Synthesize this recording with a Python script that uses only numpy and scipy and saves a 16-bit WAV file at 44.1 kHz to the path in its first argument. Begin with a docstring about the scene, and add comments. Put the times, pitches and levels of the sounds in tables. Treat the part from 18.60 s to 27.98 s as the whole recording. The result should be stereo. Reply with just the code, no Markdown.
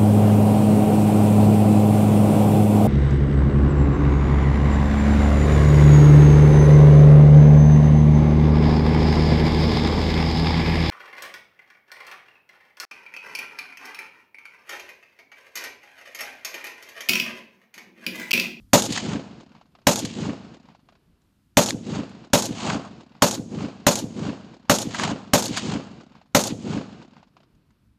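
"""Nine rifle shots in dry grassland below a rocky ridge, heard by a phone a few metres behind, over a light breeze.
Each shot opens with the blast: damped swings and a burst of noise that overload the phone.
Ground, slopes and rocks send it back as noise, thumps and slaps for over a second, while the bolt clacks in bright noise.
Then the bullet's crack returns from downrange as lumpy hiss, differently each time, and lone ticks stand out.
One microphone port is bright, the other muffled."""
import sys
import numpy as np
from scipy import signal
from scipy.fft import rfft, irfft
from scipy.io import wavfile
from scipy.ndimage import uniform_filter1d

SR = 44100
rng = np.random.default_rng(int(sys.argv[2]) if len(sys.argv) > 2 else 0)


def unload_wav(signal):
    """Save mono or channel-first audio to the path in sys.argv[1] as 16-bit WAV at rate SR, clipped to [-1, 1]."""
    wavfile.write(
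        sys.argv[1],
        SR,
        np.round(np.clip(np.atleast_2d(signal).T, -1, 1) * 32767).astype(np.int16),
    )


def magnitude_from_level(level_db):
    """Linear magnitude for a level in decibels (20 dB per decade)."""
    exponent = np.asarray(level_db, float) / 20
    return 10 ** exponent


N = 413658  # length of the scene in samples


def band(x, lo_hz, hi_hz, order=4):
    """Band-pass, scaled so that white noise comes out near rms 1."""
    sos = signal.butter(order, [lo_hz, min(hi_hz, .45 * SR)], "band", fs=SR, output="sos")
    return signal.sosfilt(sos, x) * np.sqrt(SR / 2 / (hi_hz - lo_hz))


def colour(x, hz, gain):
    """Filter by gains given at some frequencies."""
    f = np.fft.rfftfreq(N, 1 / SR)
    return irfft(rfft(x) * np.interp(np.log(f + 1), np.log(hz), gain), N)


def add(out, x, s):
    """Mix x into out from time s on."""
    i = int(s * SR)
    n = min(x.shape[-1], out.shape[-1] - i)
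    out[..., i:i + n] += x[..., :n]


def bumps(t, rows):
    """Power of short bursts (start s, dB, length s): sudden start, slower fall."""
    out = np.zeros(len(t))
    for s, db, length in rows:
        # the burst is cut off after 12 lengths, when it has become silent
        u = np.arange(int(12 * length * SR) + 2) / SR / length
        rise = np.minimum(u / .3, 1) ** 2
        add(out, magnitude_from_level(2 * db) * rise * np.exp(-u), s)
    return out


def returns(t, rows, cycles):
    """Each reflector (delay s, Hz, dB) hands back a short, smoothly swelling piece of tone."""
    out = np.zeros(len(t))
    for (delay, hz, db, *_), phase in zip(rows, rng.uniform(0, 2 * np.pi, len(rows))):
        u = t - delay
        swell = np.exp(-.5 * (u * hz / cycles) ** 2)
        out += np.sqrt(2) * magnitude_from_level(db) * swell * np.cos(2 * np.pi * hz * u + phase)
    return out


def strewn(first, last, first_hz, last_hz, db, fade_s, db_per_s, scatter_db, count):
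    """Rows (delay s, Hz, dB) of reflectors at loosely even spacing, fainter with distance."""
    u, v = rng.uniform(size=count), rng.standard_normal((2, count))
    share = (np.arange(count) + u) / count
    s = first + (last - first) * share
    hz = (first_hz + (last_hz - first_hz) * share) * (1 + 0.21 * v[0])
    level_db = db + db_per_s * np.clip(s - fade_s, 0, None) + scatter_db * v[1]
    return np.transpose([s, hz, level_db])


# The colour of the breeze and far land. Each row: frequency in Hz, relative level in dB.
AIR_COLOUR = [(15, -33), (25, -9), (27, -11.5), (65, -0.5), (168, 3.5), (408, -23.5), (1350, -20.5),
              (1480, -23), (5000, -32.5), (6500, -62.5), (11000, -120)]
# Puffs of breeze. Each row: middle in seconds, level in dB of the sound below 300 Hz, half length in seconds.
BREEZE_PUFFS = [(0.028, -54.5, 0.043), (2.505, -59.5, 0.0248), (2.641, -77, .07), (2.934, -74, .025),
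                (8.97, -63.5, 0.024), (9.099, -60, .02), (9.312, -64, 0.055)]
CALM_DB = -70  # level of that low sound between puffs


def breeze(clock):
    """Low lumps of air on the ports over a faint far wash."""
    hz, db = np.transpose(AIR_COLOUR)
    level = magnitude_from_level(CALM_DB)
    for s, puff_db, half in BREEZE_PUFFS:
        level = level + magnitude_from_level(puff_db) * np.exp(-.5 * ((clock - s) / half) ** 2)
    noise = colour(rng.standard_normal((2, N)), hz, magnitude_from_level(db))
    noise = noise + .6 * noise[::-1]  # the ports share part of it
    low = signal.sosfilt(signal.butter(2, 300, fs=SR, output="sos"), noise)
    # buffeting differs from port to port
    buffet = magnitude_from_level(5.5) * low.std() * band(rng.standard_normal((2, N)), 22, 90, order=2)
    far_wash = magnitude_from_level(-65.0) * (noise - low)
    return (level * (low + buffet) + far_wash) / low.std()


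# The shots. Each row: start in seconds, level in dB added to each response, extra dB at the start that fades away.
SHOT_LIST = [(0.1313, -1.5, 3.5), (1.2677, -1.5, -1.5), (2.9695, -2, 1.5), (3.732, -1.5, -1.5),
             (4.62, -3, 0.3), (5.2653, -2, -1), (6.0953, -2, -1), (6.7332, -1, -2.5), (7.7473, -1, -2.5)]


def each_shot(x, order=1):
    """The same response laid at every shot; order 2 for powers."""
    out = np.zeros(x.shape[:-1] + (N,))
    early = np.exp(-np.arange(x.shape[-1]) / SR / 0.089)
    for s, db, early_db in SHOT_LIST:
        add(out, magnitude_from_level(order * (db + early_db * early)) * x, s)
    return out


# Swings of the muzzle blast. Each row: delay in seconds, frequency in Hz, time to fall by 60 dB in seconds,
# left level in dB, right level in dB.
BLAST_SWINGS = [(.002, 186, 0.031, -21, 7.5), (.006, 250, 0.085, -11.5, -10.5), (.008, 586, 0.12, -5, -6),
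                (.012, 533, .1, -7.5, -10), (0.0206, 420, 0.016, -5, -17)]


def blast(t):
    """Damped swings, the first far stronger at the right port, and a ragged gas burst stronger there too."""
    swings = np.zeros((2, len(t)))
    for delay, hz, t60, *db in BLAST_SWINGS:
        u = np.clip(t - delay, 0, None)
        swings -= magnitude_from_level(db)[:, None] * np.sin(2 * np.pi * hz * u) * np.exp(-np.log(1000) * u / t60)
    gate = each_shot((t > .0017) * np.exp(-(t / 0.0046) ** 4))
    gas = gate * band(rng.standard_normal(N), 780, 2400, order=2)
    return each_shot(swings) + magnitude_from_level([[-20.], [5.]]) * gas


# All levels of the land are those before the microphone ports colour them.
# Grass and slope scattering the blast. Each row: delay in seconds, bass in dB, middle in dB,
# treble over middle in dB.
SCATTERED = [(0, -20.5, -15, -4), (0.004, -9.5, -12.5, 1.5), (0.01, -12, -10.5, -6.5),
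             (0.023, -13, -8.5, -11), (0.042, -26.5, -26.5, -1.5), (0.058, -23, -26, 3.5),
             (0.09, -33, -38.5, 1), (0.123, -27.5, -36.5, 5.5), (0.148, -33, -44.5, -8),
             (0.19, -30, -68.5, 21.5), (0.263, -39.5, -66.5, 12), (0.311, -29, -43.5, -9),
             (0.423, -24, -35, -16), (0.469, -32, -40, -15.5), (0.534, -38.5, -44.5, -18),
             (0.68, -42.5, -50, -15), (0.719, -55, -59.5, -21), (0.849, -56, -53.5, -22),
             (0.932, -71.5, -77, -7.5), (1.02, -60, -69.5, -17), (1.4, -70, -78, -13)]
# The broadest slopes, each returning a low thump. Each row: delay in seconds, frequency in Hz, level in dB.
BROAD_SLOPES = [(0.04, 240, -15), (0.082, 231.6, -20.5), (0.163, 270, -21.5), (0.178, 242, -18),
                (0.299, 230, -25), (0.322, 218.3, -25), (0.36, 175.2, -19.5), (0.401, 170, -20),
                (0.424, 250, -20.5), (0.438, 230, -21), (0.834, 210, -41)]
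# The largest rock faces, each returning a slap. Each row: delay in seconds, frequency in Hz, level in dB,
# treble over middle in dB.
ROCK_FACES = [(0.046, 584, -20.5, -5), (0.066, 820, -28, 2.5), (0.093, 730, -30, 7), (0.109, 626, -34, 4.5),
              (0.132, 620, -34, 6), (0.157, 503, -37, -10.5), (0.176, 450, -38, -41),
              (0.204, 548, -48, -28), (0.329, 900, -34, -15), (0.369, 835, -26, -35.5),
              (0.388, 839, -28, -26), (0.429, 518, -24, -31), (0.466, 570, -33.5, -23.5),
              (0.547, 700, -46.5, -18), (0.582, 740, -45.5, -14.5), (0.672, 875, -43.5, -23),
              (0.789, 952, -51, -15.5), (0.821, 960, -47.5, -18.5), (0.835, 744, -53.5, -14.5),
              (0.883, 842, -49.5, -17), (1.022, 1123, -49, -14.5), (1.058, 680, -57, -11),
              (1.087, 897, -56.5, -11)]
# Bands of scattered noise. Each row: low edge in Hz, high edge in Hz, offset in dB, share of the treble column
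# (0-1), air loss in dB per second (negative is a gain), share of the power alike in every shot (0-1).
NOISE_BANDS = [(307, 520, -8, 0.59, 1.5, 0.9), (460, 900, -4, 0.48, -2, .9),
               (886, 1600, -6, 0.27, -6, 0.38), (1480, 2960, -10, 0.2, -4.5, 0.41),
               (3070, 5600, -9.5, 0.64, -4, 0.077), (5320, 8200, -2, 0.93, 9.5, 0.),
               (8500, 10000, -7, 1, 35.5, 0), (10200, 12200, -4.5, 1., 83.5, 0.033),
               (12200, 14600, -0.5, 0.78, 125, 0.31)]
# Lesser reflectors strewn between, low ones and then higher ones. Columns: first and last delay in seconds,
# first and last frequency in Hz, level in dB, delay in seconds where fading begins, fading in dB per second,
# scatter in dB.
LOW_HUMMOCKS = (-0.12, 1.5, 261, 157.5, -31.5, 0.49, -50, 0.5)
SMALL_BOULDERS = (0.66, 1, 698.5, 904, -45.5, 0.5, -50, 3.5)
BOULDER_TREBLE_DB = -7.5  # treble over middle


def land(t):
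    """Two unrelated versions of the echoing land: bass repeats shot after shot, moving air redraws the treble."""
    delay, bass_db, mid_db, treble_db = np.transpose(SCATTERED)
    # very faint for the first 1.5 ms, then at full level; the echo fades out over its last 0.2 s
    fade = np.where(t > .0015, 1, .02) * np.clip((t[-1] - t) / .2, 0, 1)
    rumble = band(rng.standard_normal((2, len(t))), 76, 330, order=2)
    rumble = rumble * magnitude_from_level(np.interp(t, delay, bass_db) - 3.0) * fade
    slopes = BROAD_SLOPES + list(strewn(*LOW_HUMMOCKS, count=40))
    rocks = ROCK_FACES + [(*r, BOULDER_TREBLE_DB) for r in strewn(*SMALL_BOULDERS, count=10)]
    thumps_and_slaps = [returns(t, slopes, 0.63) + magnitude_from_level(2.0) * returns(t, rocks, 0.93) for _ in range(2)]
    repeated = rumble + thumps_and_slaps
    redrawn = 0
    for lo, hi, off_db, share, air_db, alike in NOISE_BANDS:
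        power = magnitude_from_level(2 * np.interp(t, delay, mid_db + share * treble_db)) * fade
        rock_rows = [(s - .003, db + share * rel, .005) for s, _, db, rel in rocks]
        power = power + magnitude_from_level(5.5) * bumps(t, rock_rows)
        power = power * magnitude_from_level(2 * (off_db - air_db * t))
        same_noise = band(rng.standard_normal((2, len(t))), lo, hi)
        new_noise = band(rng.standard_normal((2, N)), lo, hi)
        repeated = repeated + np.sqrt(alike * power) * same_noise
        redrawn = redrawn + np.sqrt((1 - alike) * each_shot(power, order=2)) * new_noise
    return redrawn + each_shot(repeated)


# The bolt cycling. Each row: delay after the shot in seconds, level in dB before the shot's own level and the ports,
# length in seconds.
BOLT_CLACKS = [(0.036, -30, 0.005), (0.0905, -14.5, 0.0005), (0.115, -34, 0.014), (0.123, -22, 0.0022)]


def bolt(clock):
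    """Bright steel clacks made of short noise bursts, a little different in level every shot."""
    rows = []
    for s, shot_db, _ in SHOT_LIST:
        for delay, db, length in BOLT_CLACKS:
            rows.append((s + delay, db + shot_db + 1.2 * rng.standard_normal(), length))
    return np.sqrt(bumps(clock, rows)) * band(rng.standard_normal((2, N)), 2500, 14600)


# Crack and strike of each bullet coming back. Each row: arrival in seconds, level in dB on arrival, level in dB
# it settles to, level in dB of the near ground, dull body over these in dB; all before mixing and the ports.
BULLET_RETURNS = [(0.373, -15.5, -33, -44, 1.5), (1.456, -34.5, -36.5, -25.5, -2.5),
                  (3.35, -31, -39, -35, 0), (4.0, -29.5, -26.5, -33, 5.5), (4.969, -53.5, -37.5, -55, 2.5),
                  (5.607, -41.5, -37.5, -36, 4.5), (6.436, -14.5, -29.5, -38, 4.5),
                  (6.975, -19.5, -30, -36, 1), (8.082, -40.5, -36.5, -21, 3)]
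NEAR_S, NEAR_DB_PER_S = .14, -550  # the ground just downrange answers first and dies fast
SWELL_DB_PER_S, SETTLE_S = 111, 0.023
JUMP = .4  # share of the peak over the settled level that comes as a sudden step
RIDGE_S, DROP_S, DROP_DB, TAIL_S = .41, .045, -19, .56  # the return drops at the ridge, leaving a weak tail
DULLING_DB_PER_S = 52.5  # later returns come from further off and carry more body


def bullet(clock):
    """Power of the bright and the dull part of each return: near ground, swell, settling, drop at the ridge."""
    bright = body = 0
    for (shot, *_), (s, peak_db, hold_db, near_db, body_db) in zip(SHOT_LIST, BULLET_RETURNS):
        d = clock - shot
        over_db = peak_db - hold_db
        swell_db = peak_db - JUMP * over_db - SWELL_DB_PER_S * (s - clock)
        settling_db = hold_db + over_db * np.exp(-np.abs(clock - s) / SETTLE_S)
        db = np.where(clock < s, swell_db, settling_db)
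        db = db + DROP_DB * np.clip((d - RIDGE_S) / DROP_S, 0, 1)
        near = magnitude_from_level(2 * (near_db + NEAR_DB_PER_S * np.clip(d - NEAR_S, 0, 1)))
        edge = np.clip(np.minimum((d - NEAR_S) / 0.022, (TAIL_S - d) / 0.029), 0, 1)
        power = edge * (magnitude_from_level(2 * db) + near)
        dulling_db = DULLING_DB_PER_S * (np.clip(d, 0, TAIL_S) - RIDGE_S + 0.0676)
        bright = bright + power
        body = body + power * magnitude_from_level(2 * (body_db + dulling_db))
    return bright, body


def downrange(clock):
    """Returns of the bullet: a ragged hiss over a duller body."""
    bright, body = bullet(clock)
    # the ground downrange is uneven, so the return comes in lumps
    steps = np.repeat(rng.standard_normal(N // 200 + 1), 200)[:N]
    lumps = magnitude_from_level(2.8 * uniform_filter1d(steps, size=200))
    noise, other = rng.standard_normal((2, 2, N))
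    hiss = magnitude_from_level(-11.5) * band(noise, 1600, 3200)
    hiss += magnitude_from_level(-13.5) * band(other, 3200, 8300, order=8)
    hiss += magnitude_from_level(-46.0) * band(noise, 8300, 10500)
    dull = magnitude_from_level(-10.5) * band(other, 590, 1500)
    return lumps * (np.sqrt(bright) * hiss + np.sqrt(body) * dull)


# Lone ticks and slaps. Each row: start in seconds, level in dB before mixing and the ports,
# duller knock over that level in dB, length in seconds.
LONE_TICKS = [(0.302, -21.5, -24, 0.0086), (0.3223, -13, -28, 0.0066), (0.375, -15, -1, 0.0024),
              (1.45, -13, -19, 0.0034), (1.629, -45, 8, 0.003), (2.617, -58, -15.5, 0.003),
              (3.087, -9, -13, 0.0013), (3.1066, -3, -11, 0.00058), (3.3006, -42, -4, 0.0034),
              (3.493, -40, -12, 0.003), (4.1, -25, 12.5, 0.0027), (4.7351, -28.5, -27.5, 0.002),
              (4.9142, -43, -13, 0.003), (5.007, -45, -11, 0.003), (6.345, -23.5, 4, 0.004),
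              (6.3964, -17, 3.5, 0.0026), (6.435, -11, -7, 0.0019), (6.88, -18, -22, 0.0031),
              (6.971, -10.5, -9, 0.0042), (8.6694, -65, -11, 0.0028), (8.9494, -59.5, -7, 0.0034),
              (9.105, -59, -0.5, 0.0036)]


def lone_ticks(clock):
    """Short bursts of broad noise, each with a duller knock beneath."""
    noise, other = rng.standard_normal((2, 2, N))
    tick_power = bumps(clock, [(s, db, length) for s, db, _, length in LONE_TICKS])
    knock_power = bumps(clock, [(s, db + knock_db, length) for s, db, knock_db, length in LONE_TICKS])
    broad = magnitude_from_level(-12.0) * band(noise, 1800, 9000) + magnitude_from_level(-26.0) * band(other, 9000, 13000)
    return np.sqrt(tick_power) * broad + magnitude_from_level(-2.0) * np.sqrt(knock_power) * band(other, 910, 2100)


# Microphone ports. Each row: frequency in Hz, left gain in dB, right gain in dB, likeness of the two (0-1).
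PORT_COLOUR = [(30, -9, -6.5, 0.9), (102, -1, 1, 1), (250, 0.5, 2.5, 0.8), (700, 5.5, 0.5, 0.3),
               (1410, 2, -3, 0.8), (2260, 7.5, 0.5, .8), (4500, 10.5, -14, 1), (5960, 6, -24.5, 0.4),
               (6673, 11, -24.5, 0.7), (7630, 3.5, -39.5, .6), (11600, -1, -27, 0.3),
               (16000, -8.5, -26, 0.5)]
RIGHT_LAG = 10  # samples from one port to the other


def ports(pair):
    """Shared and unshared parts of the field reach two ports of unlike colour, the right a little late."""
    hz, left_db, right_db, like = np.transpose(PORT_COLOUR)
    shared = colour(pair[0], hz, magnitude_from_level(left_db) * like)
    unshared = colour(pair[1], hz, magnitude_from_level(left_db) * np.sqrt(1 - like ** 2))
    right = np.roll(colour(pair[0], hz, magnitude_from_level(right_db)), RIGHT_LAG)
    return np.array([shared + unshared, right])


def scene():
    """Shots with their echoes over the breeze."""
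    t, clock = np.arange(int(1.6 * SR)) / SR, np.arange(N) / SR
    field = land(t) + bolt(clock) + downrange(clock) + lone_ticks(clock)
    return breeze(clock) + blast(t) + ports(field)


def input_hiss(dry):
    """Steady noise of the phone's input that sinks under loud sound and creeps back over seconds."""
    power = (dry ** 2).mean(0)
    # loudness of about the last 0.1 s
    loud = np.sqrt(uniform_filter1d(np.roll(power, 2200), size=4400) + 1e-12)
    memory = np.sqrt(signal.lfilter([1 / SR / 3.], [1, 1 / SR / 3.9 - 1], power))
    hiss = magnitude_from_level(-64) * band(rng.standard_normal((2, N)), 3000, 14500)
    return hiss / (1 + (loud / magnitude_from_level(-52.0)) ** 1.3) / (1 + memory / magnitude_from_level(-31.5))


def band_limit(x):
    """A steep low-pass at the top of the band."""
    return signal.sosfilt(signal.butter(12, 15690, fs=SR, output="sos"), x)


def record(dry):
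    """Overload rounds off the blast, hiss joins it, and the phone passes 60 Hz to 14.6 kHz."""
    clipped = dry / (1 + np.abs(dry / .92) ** 6) ** (1 / 6)
    top = signal.cheby1(8, 1, 14600, fs=SR, output="sos")
    bottom = signal.butter(1, 60, "high", fs=SR, output="sos")
    mix = signal.sosfilt(np.vstack([top, bottom]), clipped + input_hiss(dry))
    return band_limit(np.clip(mix, -1, 1))


dry = scene()
out = record(dry)
unload_wav(out)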